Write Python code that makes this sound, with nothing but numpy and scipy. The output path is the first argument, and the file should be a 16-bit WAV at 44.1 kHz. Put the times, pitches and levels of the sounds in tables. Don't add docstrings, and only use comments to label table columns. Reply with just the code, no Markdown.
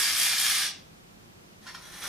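import sys
import numpy as np
from scipy import signal
from scipy.fft import rfft, irfft
from scipy.io import wavfile
from scipy.ndimage import uniform_filter1d

SR = 44100
rng = np.random.default_rng(int(sys.argv[2]) if len(sys.argv) > 2 else 0)


def linear_from_db(decibels):
    return 10 ** (np.asarray(decibels, float) / 20)


def wav_record(signal):
    frames = np.transpose(np.atleast_2d(signal))
    bounded = np.clip(frames, -1, 1)
    quanta = np.round(bounded * 32767).astype(np.int16)
    wavfile.write(sys.argv[1], SR, quanta)


N = 91772


def unit(x):
    return x / np.sqrt(np.mean(x ** 2))


def on_log_hz(points, hz):
    p = np.array(points, float)
    return np.interp(np.log(np.maximum(hz, 1)), np.log(p[:, 0]), p[:, 1])


def colour(x, points):
    hz = np.arange(x.shape[-1] // 2 + 1) * SR / x.shape[-1]
    return irfft(rfft(x) * linear_from_db(on_log_hz(points, hz)), x.shape[-1])


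def ring(x, hz, width):
    return signal.lfilter(*signal.iirpeak(hz, hz / width, fs=SR), x)


def walk(rate):
    k = int(SR / rate)
    return unit(uniform_filter1d(uniform_filter1d(rng.standard_normal(N), k), k))


# frequency in Hz, density in dB per Hz.
HISS_COLOUR = [(20, -28), (60, -8.5), (200, -3), (600, -8), (2000, -14.5), (6000, -17.5), (7500, -20.5),
               (15500, -25.5)]
# frequency in Hz, width in Hz, level in dB.
HUM_RINGS = [(41.7, 4, -69.5), (94.4, 13, -64.5), (150, 7.5, -69.5), (183, 45, -59), (355.3, 30, -68.5)]
# frequency in Hz, side minus mid in dB.
BACKGROUND_SIDE = [(60, -3), (110, -9), (200, -5.5), (380, -0.5), (700, 5), (1290, 5), (2380, 5.5),
                   (4400, 2.5), (8120, 1.5), (15000, -2.5)]


def hum_and_hiss():
    hiss_db = -59
    sound = linear_from_db(hiss_db) * unit(colour(rng.standard_normal(N), HISS_COLOUR))
    for hz, width, db in HUM_RINGS:
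        sound = sound + linear_from_db(db) * unit(ring(rng.standard_normal(N), hz, width))
    return sound


def background():
    lean_db = -0.5
    mid = hum_and_hiss()
    side = colour(hum_and_hiss(), BACKGROUND_SIDE)
    return np.array([(mid + side) * linear_from_db(lean_db / 2), (mid - side) * linear_from_db(-lean_db / 2)])


def even(response):
    smooth_hz, size = 250, response.shape[1]
    power = np.mean(np.abs(rfft(response)) ** 2, axis=0)
    power = uniform_filter1d(power, size=int(smooth_hz * size / SR))
    taps = np.roll(irfft(1 / np.sqrt(power), size), 256)[:513] * np.hanning(513)
    return signal.fftconvolve(response, taps[None], axes=1)


# frequency in Hz, time to fall 60 dB in seconds.
TAIL_T60 = [(500, 0.74), (1500, 0.26), (2500, 0.35), (4500, 0.34), (6400, 0.3), (7400, 0.24), (10000, 0.12),
            (14000, 0.053)]
# frequency in Hz, side minus mid in dB.
TAIL_SIDE = [(500, -6), (1000, -12.5), (2000, -10.5), (4000, -2), (8000, -7.5), (14000, -17)]
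# left delay in ms, right delay in ms, level in dB.
NEAR_ECHOES = [
    (.26, 0.284, -9.5),
    (1.6, 1.58, -9.5),
    (2.18, 2.21, -4.5),
    (2.82, 2.78, -3.5),
]


def room_tail(t):
    tail = 0
    for hz in 350 * 2 ** np.arange(0, 5.6, 1 / 3):
        mid, side = rng.standard_normal((2, len(t)))
        noise = mid + linear_from_db(on_log_hz(TAIL_SIDE, hz)) * side * np.array([[1], [-1]])
        band = ring(ring(noise, hz, hz / 3), hz, hz / 3)
        tail = tail + band * linear_from_db(-60 * t / on_log_hz(TAIL_T60, hz))
    return tail


def room(x):
    tail_db, build_s, left_lag_ms = 2, 0.0037, 0.01
    size = SR // 2
    t = np.arange(size) / SR
    tail = room_tail(t)
    response = linear_from_db(tail_db) * tail * np.clip(t / build_s, 0, 1) / np.sqrt(np.sum(tail ** 2) / 2)
    near = np.arange(256)
    for left_ms, right_ms, db in [(left_lag_ms, 0, 0)] + NEAR_ECHOES:
        delay = np.array([[left_ms], [right_ms]]) * SR / 1000
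        response[:, near] += linear_from_db(db) * np.sinc(near - 16 - delay)
    response = even(response)
    lead = np.concatenate([x[size:0:-1], x])
    start = size + 272
    wet = signal.fftconvolve(lead[None], response, axes=1)[:, start:start + N]
    return wet / np.sqrt(np.sum(response ** 2) / 2)


def snaps():
    per_s, spread_db, top_db = 6000, 2.5, 9
    hit = rng.random(N) < per_s / SR
    level_db = np.minimum(spread_db * rng.exponential(size=N), top_db)
    return unit(hit * rng.choice([-1, 1], N) * linear_from_db(level_db))


def body(x, points, rings, ring_db):
    wander_db = 1.5
    rung = 0
    for hz, width, db in rings:
        rung = rung + linear_from_db(db + wander_db * walk(14.4)) * unit(ring(x, hz, width))
    return unit(unit(colour(x, points)) + linear_from_db(ring_db) * unit(rung))


# start in seconds, level in dB, rise in s, hold in s, 60 dB fall in s.
TOUCHES = [
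    (1.655, -40, 0.013, 0.03, 0.086),
    (1.74, -37.5, 0.0063, 0.0023, 0.11),
]
# frequency in Hz, density in dB per Hz.
TOUCH_COLOUR = [(290, -37), (500, -16), (1010, -8), (1090, -9), (1820, -4.5), (2290, -9), (6000, -10.5),
                (13600, -45), (15500, -53)]
# frequency in Hz, width in Hz, level in dB.
TOUCH_RINGS = [(1026, 14, -2), (1395, 48, -6), (1820, 140, -1.5), (3300, 200, -7), (4350, 290, 0),
               (5400, 150, -4), (9900, 300, -9.5)]


def sputter(t):
    shape = 0
    for at, db, rise, hold, t60 in TOUCHES:
        swell = np.clip((t - at) / rise, 0, 1)
        fall = linear_from_db(-60 * np.clip(t - at - rise - hold, 0, 1) / t60)
        shape = shape + linear_from_db(db) * swell * fall
    return shape * body(snaps(), TOUCH_COLOUR, TOUCH_RINGS, ring_db=-4)


# time in seconds, level in dB, treble lift in dB.
STRONG_ARC = [
    (0, -23.5, 7),
    (.06, -26.5, 4.5),
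    (.12, -27.5, 5),
    (.23, -22.5, 7.5),
    (.35, -25, 2.5),
    (0.408, -23, 6),
    (.6, -25.5, 4),
    (0.666, -29.5, 2),
    (0.701, -61.5, 21.5),
]
# time in seconds, level in dB, treble lift in dB.
WEAK_ARC = [
    (1.615, -56, -9),
    (1.635, -51.5, -5),
    (1.8, -53, 3),
    (1.83, -45.5, -2),
    (1.915, -45.5, 2.5),
    (1.935, -42, -3),
    (2.004, -42, 4.5),
    (2.029, -33, -1),
    (2.08, -35.5, 3),
]
# frequency in Hz, density in dB per Hz.
STRONG_COLOUR = [(300, -37), (700, -22), (1300, -20), (1700, -5.5), (5500, -1.5), (7200, -8.5),
                 (10000, -12), (15500, -31.5)]
# frequency in Hz, width in Hz, level in dB.
STRONG_RINGS = [(291, 16, -17), (788, 16, -20), (1260, 110, 0), (1641, 110, 3), (2085, 103, -1.5),
                (2360, 240, -2), (3395, 430, 6.5), (4730, 160, 4), (5170, 100, -20), (5430, 110, 3),
                (9170, 400, 3.5), (10400, 600, -3), (11560, 470, -2.5), (12200, 250, -12)]
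# frequency in Hz, density in dB per Hz.
WEAK_COLOUR = [(290, -8), (500, -8), (1700, 0.5), (2890, -4.5), (3900, -8.5), (5920, -2.5), (7340, -14),
               (9930, -9.5), (15500, -22.5)]
# frequency in Hz, width in Hz, level in dB.
WEAK_RINGS = [(2020, 20, -1), (3410, 54, 3.5), (3890, 200, 5), (5820, 52, 1), (6640, 29, -17),
              (8600, 80, -11), (9700, 94, -5), (9700, 89, -14)]


def arc(t):
    mains_hz, throb_db, throb_sharp, double_throb_db = 60.1, 6, 5.0, .8
    flicker_db, bright_hz, foil_db = .6, 7240, -6
    strong = t < 1
    phase_turns = np.where(strong, 0.0033, .5)
    turn = 2 * np.pi * (mains_hz * t - phase_turns)
    throb = throb_db * np.exp(throb_sharp * (np.cos(turn) - 1)) + double_throb_db * np.cos(2 * turn)
    throb_share = np.where(strong, 1, .25)
    clicks = snaps() * linear_from_db(throb * throb_share + flicker_db * walk(60))
    strong_hiss = body(clicks, STRONG_COLOUR, STRONG_RINGS, foil_db)
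    weak_hiss = body(clicks, WEAK_COLOUR, WEAK_RINGS, foil_db)
    hiss = np.where(strong, strong_hiss, weak_hiss)

    silence = [(.72, -134.5, 0.0034), (1.6, -93, 0)]
    at, level_db, treble_db = np.array(STRONG_ARC + silence + WEAK_ARC, float).T
    top = signal.sosfilt(signal.butter(2, bright_hz, "high", fs=SR, output="sos"), hiss)
    lift_db = np.interp(t, at, treble_db) + 1.1 * throb * (t > 1)
    hiss = hiss + (linear_from_db(lift_db) - 1) * top
    return hiss * linear_from_db(np.interp(t, at, level_db))


def scene():
    creep_turns_per_s = .35
    t = np.arange(N) / SR
    sparks = arc(t) + sputter(t)
    place = 2 * np.pi * creep_turns_per_s * t
    return room(sparks * np.cos(place) ** 2) + room(sparks * np.sin(place) ** 2) + background()


def roll_off(x):
    return signal.sosfilt(signal.butter(12, 15780, fs=SR, output="sos"), x)


def record(dry):
    top_cut = signal.ellip(8, .1, 50, 15400, fs=SR, output="sos")
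    mix = signal.sosfiltfilt(top_cut, dry)
    return roll_off(mix)


dry = scene()
out = record(dry)
wav_record(out)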